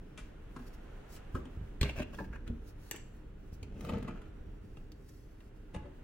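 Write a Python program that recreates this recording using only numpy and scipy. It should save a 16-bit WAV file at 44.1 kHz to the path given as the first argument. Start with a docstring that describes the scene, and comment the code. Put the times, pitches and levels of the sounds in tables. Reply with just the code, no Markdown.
"""A hand knocks and scrapes at a small fridge's plastic door, after a cupboard door swings open in a hotel room.
Noise bursts excite panel modes; after a sharp snap, random slips peel the magnetic seal.
The fridge door then swings until it bumps the cupboard.
A sleeve (slip noise) rustles close to the hand-held phone; ventilation (shaped noise) rumbles behind."""
import sys
import numpy as np
from scipy import signal
from scipy.fft import rfft, irfft
from scipy.io import wavfile

SR = 44100
rng = np.random.default_rng(int(sys.argv[2]) if len(sys.argv) > 2 else 0)


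def digitize_waveform(pressure):
    """Quantize a signal to 16-bit integers and store it at the path in sys.argv[1].

    Rows of a 2-D input are taken as channels; values are limited to [-1, 1].
    """
    field = np.atleast_2d(pressure).T
    bounded = np.clip(field, -1, 1)
    quanta = np.round(bounded * 32767).astype(np.int16)
    wavfile.write(sys.argv[1], SR, quanta)


N = 266220
T = np.arange(N) / SR

# finger drags on the handle: t/s, length/s, level/dB, squeak f/Hz, squeak gain/dB
FINGER_SCRAPES = [(1.854, 0.03, -50, 2250, 15), (1.892, 0.038, -49, 2420, 11), (1.977, 0.038, -45, 2550, 4),
                  (2.001, 0.019, -48, 1830, -2), (2.024, 0.018, -48, 2720, 11), (2.07, 0.08, -79, 900, 11),
                  (2.139, 0.023, -53.5, 1490, -7), (2.248, 0.021, -59.5, 1640, -1),
                  (2.339, 0.036, -63, 1580, 16), (2.358, 0.012, -63.5, 1714, 1),
                  (2.473, 0.019, -66, 1520, 15)]

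# lag of the right microphone behind the left
HAND_LEAD_SAMPLES, SEAL_LEAD_SAMPLES, CUPBOARD_LEAD_SAMPLES = 3, 2, 0
WALL_ECHO_S = 0.0016
# hand and phone keep moving: renewal step of rings and echoes, scatter of mode strength and tuning
MOVE_S, MODE_SCATTER_DB, MODE_DETUNE_SHARE = 0.25, 1.5, 0.008
# each doubling of contact length tilts a blow's spectrum down about the pivot
FIRM_CONTACT_S, DULLING_DB_PER_OCTAVE, PIVOT_HZ = 0.0027, 1.84, 970


def undb(db):
    """Decibels to gain."""
    return 10 ** (np.asarray(db) / 20)


def unit(x):
    """Scale to rms 1."""
    return x / np.sqrt(np.mean(x ** 2))


def over_bins(points, size):
    """Interpolate (f/Hz, value) points over log frequency at the bins of a transform."""
    hz, value = np.transpose(points)
    bins_hz = np.arange(size // 2 + 1) * SR / size
    return np.interp(np.log(bins_hz + 1), np.log(hz), value)


def colour(x, points):
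    """Shape the spectrum of x, falling away below the first point; rms 1."""
    hz = np.arange(N // 2 + 1) * SR / N
    skirt = np.minimum(hz / points[0][0], 1) ** 4
    return unit(irfft(rfft(x) * undb(over_bins(points, N)) * skirt, N))


def diffuse(size):
    """Noise from all sides: bass alike in both microphones, treble mostly less so."""
    # likeness of the two microphones: f/Hz, correlation
    likeness = [(60, 0.97), (130, 0.96), (290, 0.89), (640, -0.17), (1400, 0.55), (3100, 0.0065),
                (7000, -0.11), (15000, -0.68)]
    alike = np.clip(over_bins(likeness, size), -1, 1)
    mid, side = rfft(rng.standard_normal((2, size)))
    mid = mid * np.sqrt((1 + alike) / 2)
    side = side * np.sqrt((1 - alike) / 2)
    return irfft(np.array([mid + side, mid - side]), size)


def fade(t, t60):
    """Exponential decay, 60 dB in t60."""
    return np.exp(-np.log(1000) * t / t60)


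def add(track, s, x):
    """Mix x into the track at time s."""
    start = int(s * SR)
    track[start:start + len(x)] += x[:N - start]


def wander(rate_hz):
    """Random line of spread near 1, with a new value rate_hz times a second."""
    moments = np.arange(0, T[-1], 1 / rate_hz)
    return np.interp(T, moments, rng.standard_normal(len(moments)))


def slips(rate_hz, spread_db):
    """Stick and slip: random tiny releases of uneven size."""
    size = undb(spread_db * np.minimum(rng.exponential(size=N), 4))
    return (rng.random(N) < rate_hz / SR) * size * rng.choice([-1, 1], N)


def strokes(rows):
    """Gain of (t/s, length/s, level/dB) gestures that swell and ebb smoothly."""
    return sum(undb(db) * np.exp(-(2 * (T - s) / length) ** 2) for s, length, db, *_ in rows)


def changing(x, response, overlap):
    """Filter overlapping stretches of x by freshly drawn responses, as hand and phone move."""
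    hop = int(MOVE_S * SR)
    padded = np.pad(x, (hop, 2 * hop))
    window = overlap(np.sin(np.pi * np.arange(2 * hop) / (2 * hop)))
    pieces = []
    for i in range(0, N + hop, hop):
        stretch = (window * padded[i:i + 2 * hop])[None]
        pieces.append(signal.fftconvolve(stretch, response(), axes=1))
    out = np.zeros((len(pieces[0]), N + 3 * SR))
    for k, piece in enumerate(pieces):
        out[:, k * hop:k * hop + piece.shape[1]] += piece
    return out[:, hop:hop + N]


def ring(x, modes):
    """Direct sound plus the decaying modes it excites; strength and tuning shift with the place of the hand."""
    t = T[:SR // 4]
    hz, db, t60 = np.transpose(modes)
    # unit gain at resonance for 0 dB
    peak_scale = 2 * np.log(1000) / (t60 * SR)
    decays = (undb(db) * peak_scale)[:, None] * fade(t, t60[:, None])

    def response():
        """One draw of the modes' impulse response."""
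        strength, tuning = rng.standard_normal((len(hz), 2)).T
        mode_hz = hz * (1 + MODE_DETUNE_SHARE * tuning)
        waves = np.cos(np.outer(2 * np.pi * mode_hz, t).astype(np.float32))
        gain = undb(MODE_SCATTER_DB * strength)[:, None]
        return (gain * decays * waves).sum(axis=0)[None]
    return x + changing(x, response, np.square)[0]


def blows(rows, tone, tip, rise_share, spot_db=9, spot_width_hz=240, span_s=0.0035):
    """Contact noise builds up, meets hard at one instant (tip) and chatters away; levels are rms over span_s."""
    # band edges of boom, body, clack, tick, sheen: f/Hz
    blow_edges = [110, 400, 1100, 3300, 9500, 15500]
    track = np.zeros(N)
    t = np.arange(-SR // 40, SR // 10) / SR
    edges = np.transpose([blow_edges[:-1], blow_edges[1:]])
    bands = [signal.butter(3, pair, "band", fs=SR, output="sos") for pair in edges]
    octaves = np.log2(edges / PIVOT_HZ).mean(axis=1)
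    for s, db, contact_s, spot_hz in rows:
        envelope = np.exp(np.minimum(t / rise_share, -t) / contact_s)
        force = rng.standard_normal(len(t)) * envelope - tip * (t == 0)
        # the struck spot has a short ring of its own
        spot = signal.iirpeak(spot_hz, spot_hz / spot_width_hz, fs=SR)
        force = force + undb(spot_db) * signal.lfilter(*spot, force)
        tilt = -DULLING_DB_PER_OCTAVE * np.log2(contact_s / FIRM_CONTACT_S)
        for sos, band_db in zip(bands, db + np.array(tone) + tilt * octaves):
            burst = unit(signal.sosfilt(sos, force)) * np.sqrt(span_s * SR / len(t))
            add(track, s + t[0], undb(band_db) * burst)
    return track


def ventilation():
    """Low rumble and a gently swaying rush of air, both changing as the phone moves."""
    # rumble level: t/s, level/dB
    rumble_level = [(0, -48.5), (1, -49), (2.3, -44.5), (2.85, -50), (4.4, -46.5), (5.3, -51.5),
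                    (6.04, -49.5)]
    # rumble spectrum: f/Hz, level/dB
    rumble_colour = [(12, -25.5), (20, 1), (34, 4), (70, -5.5), (138, -9), (161, -14.5), (192, -12),
                     (274, -17), (309, -12), (348, -22), (392, -14.5), (428, -17.5), (700, -36), (910, -74),
                     (1540, -120)]
    # room air as the phone moves into the cupboard: t/s, level/dB
    air_level = [(0, -64), (1.1, -59), (2.5, -64), (3.45, -66), (4.25, -63), (5.1, -69), (5.5, -66.5),
                 (6.04, -64.5)]
    # air spectrum: f/Hz, level/dB
    air_colour = [(290, -1.5), (500, -0.5), (657, -2), (901, -5.5), (1170, -8.5), (1410, -6), (2330, -13.5),
                  (2800, -13), (5130, -29.5), (6090, -28), (15500, -35.5)]
    rumble = colour(diffuse(N), rumble_colour) * undb(np.interp(T, *np.transpose(rumble_level)))
    sway_db = 0.7 * wander(9)
    air_db = np.interp(T, *np.transpose(air_level)) + sway_db
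    air = colour(diffuse(N), air_colour) * undb(air_db)
    return rumble + air


def sleeve():
    """Cloth fibres catch and let go in swelling strokes and with each scrape; a faint uneven rustle persists."""
    # sleeve brushes: t/s, length/s, level/dB
    brushes = [(.62, 0.2, -81), (.675, 0.02, -71), (.74, 0.021, -72.5), (1.138, 0.074, -65),
               (1.362, 0.055, -73), (2.19, 0.082, -72), (2.686, 0.04, -71), (2.876, 0.15, -73.5),
               (3.536, 0.026, -71.5), (3.87, 0.16, -73), (5.091, 0.012, -71), (5.13, 0.23, -78.5)]
    # cloth spectrum: f/Hz, level/dB
    cloth_colour = [(1500, 6), (3000, -1), (5500, 5), (8000, 0), (11000, -0.5), (14000, -2), (16000, 3.5)]
    scrape_share_db = -21.5
    motion = strokes(brushes) + undb(scrape_share_db) * strokes(FINGER_SCRAPES)
    stir = undb(-88 + 4 * wander(25))
    fibres = slips(rate_hz=9000, spread_db=3)
    return colour(fibres, cloth_colour) * (motion + stir)


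def cupboard():
    """Bumps and a grating hinge excite damped panel modes; the fridge door's racks ring when it bumps the cupboard."""
    # sprung hinge grating: t/s, level/dB, contact/s, spot f/Hz
    spring_rasps = [(.1765, -54, 0.02, 2730), (1.164, -65, 0.012, 2130)]
    # wooden door bumping as it swings wide: t/s, level/dB, contact/s, spot f/Hz
    door_bumps = [(.5645, -54, 0.004, 1520), (.594, -62, 0.0062, 1580), (1.353, -47, 0.0075, 1360),
                  (1.369, -59, 0.02, 610), (1.39, -78, 0.0088, 1350), (1.455, -60, 0.0033, 2960)]
    # fridge door bumping and rebounding: t/s, level/dB, contact/s, spot f/Hz
    stop_blows = [(5.7475, -49.5, 0.0045, 2000), (5.7645, -55, 0.0046, 2840), (5.828, -66.5, 0.011, 477),
                  (5.857, -61, 0.017, 770)]
    # firm-blow spectra: boom/dB, body/dB, clack/dB, tick/dB, sheen/dB
    spring_tone = (-14.5, -4, 11, 15, -11)
    bump_tone = (5, 4.5, 0.5, -5.5, -26)
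    stop_tone = (5.5, 0.5, 0.5, -5.5, -28)
    # cupboard panel, then plastic door racks: f/Hz, level re direct blow/dB, t60/s
    panel_modes = [(152, 3, 0.05), (250, 14, 0.13), (590, 7, 0.08), (1290, -1, 0.1), (1620, 3, 0.05)]
    rack_modes = [(194.5, 7, 0.13), (584, 6, 0.15), (700, 15.5, 0.089), (838, 18, 0.13), (1710, 7, 0.028),
                  (2025, 3, 0.07)]
    bumps = blows(door_bumps, bump_tone, tip=1.7, rise_share=0.48, spot_db=8.5)
    rasps = blows(spring_rasps, spring_tone, tip=7.0, rise_share=0.052, spot_db=-16)
    stop = blows(stop_blows, stop_tone, tip=1.5, rise_share=0.95, spot_db=1.5)
    return ring(bumps + rasps, panel_modes) + ring(stop, rack_modes)


def thumps():
    """Each push rocks the whole cabinet in decaying low modes."""
    # pushes: t/s, level/dB
    pushes = [(1.345, -29), (1.573, -34.5), (1.613, -32.5), (1.815, -20.5), (1.994, -46), (2.303, -38.5),
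              (2.5, -29.5), (3.527, -37.5), (3.627, -37), (3.85, -44), (3.918, -40), (5.765, -34.5),
              (5.823, -39.5)]
    # cabinet rocking: f/Hz, level/dB, t60/s
    cabinet_modes = [(61.55, -6.5, 0.46), (87.7, -1.5, 0.13), (134.6, -9.5, 0.21)]
    track, t = np.zeros(N), T[:SR // 2]
    rocking = sum(undb(db) * fade(t, t60) * np.sin(2 * np.pi * hz * t) for hz, db, t60 in cabinet_modes)
    for s, db in pushes:
        add(track, s, undb(db) * rocking)
    return track


def scrapes(squeak_width_hz=380):
    """Fingers stick and slip on plastic; each drag has a squeak of its own pitch and strength."""
    # scrape spectrum: f/Hz, level/dB
    scrape_colour = [(47, -22), (80, 10.5), (244, -14), (379, -14), (520, -7), (833, -23), (1100, -19),
                     (1570, -17.5), (2000, -20), (2780, -20), (3610, -35), (4300, -40), (6000, -31),
                     (15000, -50)]
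    grain = colour(slips(rate_hz=800, spread_db=4), scrape_colour)
    track = np.zeros(N)
    for s, length, db, hz, squeak_db in FINGER_SCRAPES:
        resonance = signal.iirpeak(hz, hz / squeak_width_hz, fs=SR)
        squeak = undb(squeak_db) * signal.lfilter(*resonance, grain)
        track += (grain + squeak) * strokes([(s, length, db)])
    return track


def fridge_door():
    """Knocks and scrapes ring the door and its hollow, clacks ring the trim; hinge ticks stay dry."""
    # knuckles and fingertips on the door: t/s, level/dB, contact/s, spot f/Hz
    door_knocks = [(1.8128, -38, 0.0007, 2380), (1.823, -57.5, 0.0089, 210), (1.8305, -38.5, 0.0011, 1240),
                   (1.837, -55, 0.0026, 2180), (1.848, -54.5, 0.0017, 2370), (1.856, -54.5, 0.0032, 1340),
                   (1.894, -53.5, 0.0012, 3170), (2.003, -49, 0.0053, 560), (2.018, -60, 0.0042, 600),
                   (2.029, -55, 0.0021, 2700), (2.149, -64, 0.00058, 3300), (2.206, -58, 0.014, 950),
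                   (2.478, -55.5, 0.0016, 1520), (2.502, -61.5, 0.019, 255), (3.63, -56, 0.00094, 2370)]
    # thin plastic trim: t/s, level/dB, contact/s, spot f/Hz
    trim_clacks = [(2.134, -60, 0.0078, 700), (2.188, -48, 0.0049, 1650), (2.199, -57.5, 0.0059, 980),
                   (2.358, -57.5, 0.004, 1670)]
    # turning hinge: t/s, level/dB, contact/s, spot f/Hz
    hinge_ticks = [(4.7705, -66.5, 0.0036, 2800), (4.919, -81.5, 0.00013, 4560),
                   (5.406, -75.5, 0.0018, 2770)]
    # firm-blow spectra: boom/dB, body/dB, clack/dB, tick/dB, sheen/dB
    door_tone = (9.5, -7.5, -3, -10.5, -24)
    trim_tone = (-13, 1.5, 4.5, -12, -28)
    hinge_tone = (6, 5.5, 9, -0.5, -14)
    # door and its hollow, then trim: f/Hz, level re direct blow/dB, t60/s
    door_modes = [(142, 9, 0.12), (193.5, 12.5, 0.28), (235.3, 13.5, 0.14), (280.4, 5, 0.17),
                  (406, -5, 0.17), (480, 0, 0.15), (613, 3, 0.045), (703, 1.5, 0.032), (880, 9, 0.047),
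                  (1595, 7, 0.051), (1670, -11, 0.024), (2140, 0, 0.048), (2450, -7, 0.082),
                  (2530, 2.5, 0.052), (2760, 3, 0.021), (3120, -2, 0.036), (3420, 9, 0.046),
                  (4180, 5, 0.0058)]
    trim_modes = [(296, 9, 0.2), (900, 3, 0.07), (980, 6, 0.085), (1350, 2, 0.06), (1600, 2, 0.06),
                  (1700, 5, 0.1), (2530, 4, 0.07)]
    knocks = blows(door_knocks, door_tone, tip=0.94, rise_share=1.0)
    clacks = blows(trim_clacks, trim_tone, tip=2.7, rise_share=0.45, spot_db=20)
    ticks = blows(hinge_ticks, hinge_tone, tip=3.4, rise_share=0.74, spot_db=3)
    return ring(knocks + scrapes(), door_modes) + ring(clacks, trim_modes) + ticks


def snap():
    """A catch lets go: a very short bright crack, then the plastic part rings and rattles."""
    # rattles after the crack: t/s, level/dB, contact/s, spot f/Hz
    rattles = [(2.9123, -47.5, 0.0013, 1640), (2.943, -55, 0.011, 860), (2.962, -61.5, 0.001, 2920)]
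    # firm-blow spectrum: boom/dB, body/dB, clack/dB, tick/dB, sheen/dB
    snap_tone = (0.5, -3, -3, -4.5, -8)
    # snapping part: f/Hz, level re direct blow/dB, t60/s
    snap_modes = [(395, -1, 0.14), (1580, 7, 0.019), (1820, 2, 0.035), (2300, 13.5, 0.009),
                  (2700, 12, 0.021), (5900, 6.5, 0.008), (7640, 16.5, 0.0077)]
    # starting crack: t/s, f/Hz, level/dB, t60/s
    crack = (2.91135, 12500, -18.5, .0007)
    track = ring(blows(rattles, snap_tone, tip=1.9, rise_share=0.38), snap_modes)
    t = T[:SR // 100]
    s, hz, db, t60 = crack
    add(track, s, undb(db) * fade(t, t60) * np.sin(2 * np.pi * hz * t))
    return track


def pull():
    """Gain of the peeling seal: grows up to each release, then dies away."""
    # seal lets go at the handle, then towards the hinge: t/s, level/dB
    releases = [(3.942, -36), (4.121, -48)]
    pull_db_per_s, free_db_per_s = 85, 155
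    gain = np.zeros(N)
    for s, db in releases:
        gain += undb(db + np.minimum(pull_db_per_s * (T - s), free_db_per_s * (s - T)))
    return gain


def seal():
    """The magnetic seal peels in random slips, crackles and pops off its rubber-damped frame."""
    # stretches popping free: t/s, level/dB, contact/s, spot f/Hz
    seal_pops = [(3.809, -54.5, 0.0013, 1810), (3.849, -50, 0.0021, 1380), (3.893, -40.5, 0.0058, 880),
                 (3.91, -58, 0.014, 610), (3.936, -54, 0.0033, 2770), (3.982, -55.5, 0.0026, 1750),
                 (4.028, -51.5, 0.0031, 1610), (4.082, -45, 0.0066, 2620), (4.11, -66, 0.0066, 1450),
                 (4.218, -57.5, 0.0041, 1410)]
    # firm-blow spectrum: boom/dB, body/dB, clack/dB, tick/dB, sheen/dB
    seal_tone = (-2, 0, -2, -9.5, -12.5)
    # tacky rubber coming away: t/s, length/s, level/dB
    crackles = [(3.828, 0.028, -63), (3.863, 0.038, -55), (3.945, 0.07, -52), (4.045, 0.04, -61),
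                (4.103, 0.046, -54), (4.165, 0.073, -61), (4.245, 0.061, -64.5)]
    # peel and crackle spectra: f/Hz, level/dB
    peel_colour = [(35, -1), (60, 5.5), (130, 3.5), (195, 3.5), (290, 0.5), (400, -4), (480, -6.5),
                   (660, -19), (1100, -29), (2590, -28), (4840, -42), (15000, -65)]
    crackle_colour = [(300, 7), (450, 5), (680, 8), (880, 3), (1080, -13), (1300, 4), (1650, 3.5),
                      (1950, -11), (2600, -6), (3100, -8), (3800, -24), (7000, -25), (15000, -51)]
    # door frame damped by the rubber: f/Hz, level re direct blow/dB, t60/s
    frame_modes = [(195, -1, 0.12), (408, -3, 0.12), (472, -6, 0.1), (890, -7, 0.05), (1240, -4, 0.07)]
    peel = colour(slips(rate_hz=520, spread_db=2.5), peel_colour) * pull()
    crackle = colour(slips(rate_hz=650, spread_db=4), crackle_colour) * strokes(crackles)
    pops = blows(seal_pops, seal_tone, tip=1.0, rise_share=0.67, spot_db=4)
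    return ring(peel + crackle + pops, frame_modes)


def room(x, lead_samples, cupboard_db, room_db, pan_db, wall_db,
         cupboard_t60_s=0.049, room_t60_s=0.42, damping_hz=6500, hollow_hz=420):
    """Direct sound, a panel echo, quick cupboard reflections and the duller tail of the room."""
    t = T[:16384]
    # the cupboard is too small to send back separate echoes of long waves
    hollow = signal.butter(2, hollow_hz, "high", fs=SR, output="sos")
    furnishings = signal.butter(2, [hollow_hz / 2, damping_hz], "band", fs=SR, output="sos")
    quick = fade(t, cupboard_t60_s) * np.minimum(t / 0.0002, 1)
    slow = fade(t, room_t60_s) * np.minimum(t / 0.0085, 1)

    def reflections():
        """One draw of the stereo reflections."""
        early = signal.sosfilt(hollow, diffuse(len(t)) * quick)
        late = signal.sosfilt(furnishings, diffuse(len(t)) * slow)
        return (undb(cupboard_db) * unit(early) + undb(room_db) * unit(late)) / np.sqrt(len(t))
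    direct = np.array([undb(pan_db / 2) * x, undb(-pan_db / 2) * np.roll(x, lead_samples)])
    # panel straight ahead: its echo reaches both microphones together
    wall = undb(wall_db) * np.roll(x, int(WALL_ECHO_S * SR))
    return direct + wall + changing(x, reflections, np.abs)


def scene():
    """The hand works close by on the left; the seal behind the door's edge and the cupboard sound roomier."""
    cloth = room(sleeve(), HAND_LEAD_SAMPLES, cupboard_db=6.0, room_db=-39, pan_db=6.0, wall_db=1.0)
    wood = room(cupboard(), CUPBOARD_LEAD_SAMPLES, cupboard_db=1, room_db=-7.0, pan_db=3, wall_db=-44)
    door = room(fridge_door(), HAND_LEAD_SAMPLES, cupboard_db=1.0, room_db=-11.5, pan_db=2.0, wall_db=-15.5)
    catch = room(snap(), HAND_LEAD_SAMPLES, cupboard_db=-1.0, room_db=-7.0, pan_db=3.5, wall_db=-29)
    peeling = room(seal(), SEAL_LEAD_SAMPLES, cupboard_db=1.0, room_db=-10.5, pan_db=1.5, wall_db=-13.5)
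    # slightly stronger on the right
    deep = (thumps() + ventilation()) * undb(np.array([[-0.5], [0.4]]))
    return door + peeling + wood + catch + cloth + deep


def record(dry):
    """The phone cuts the top of the treble with a steep low-pass."""
    top_hz = 15850
    return signal.sosfilt(signal.ellip(10, 0.2, 70, top_hz, fs=SR, output="sos"), dry)


dry = scene()
out = record(dry)
digitize_waveform(out)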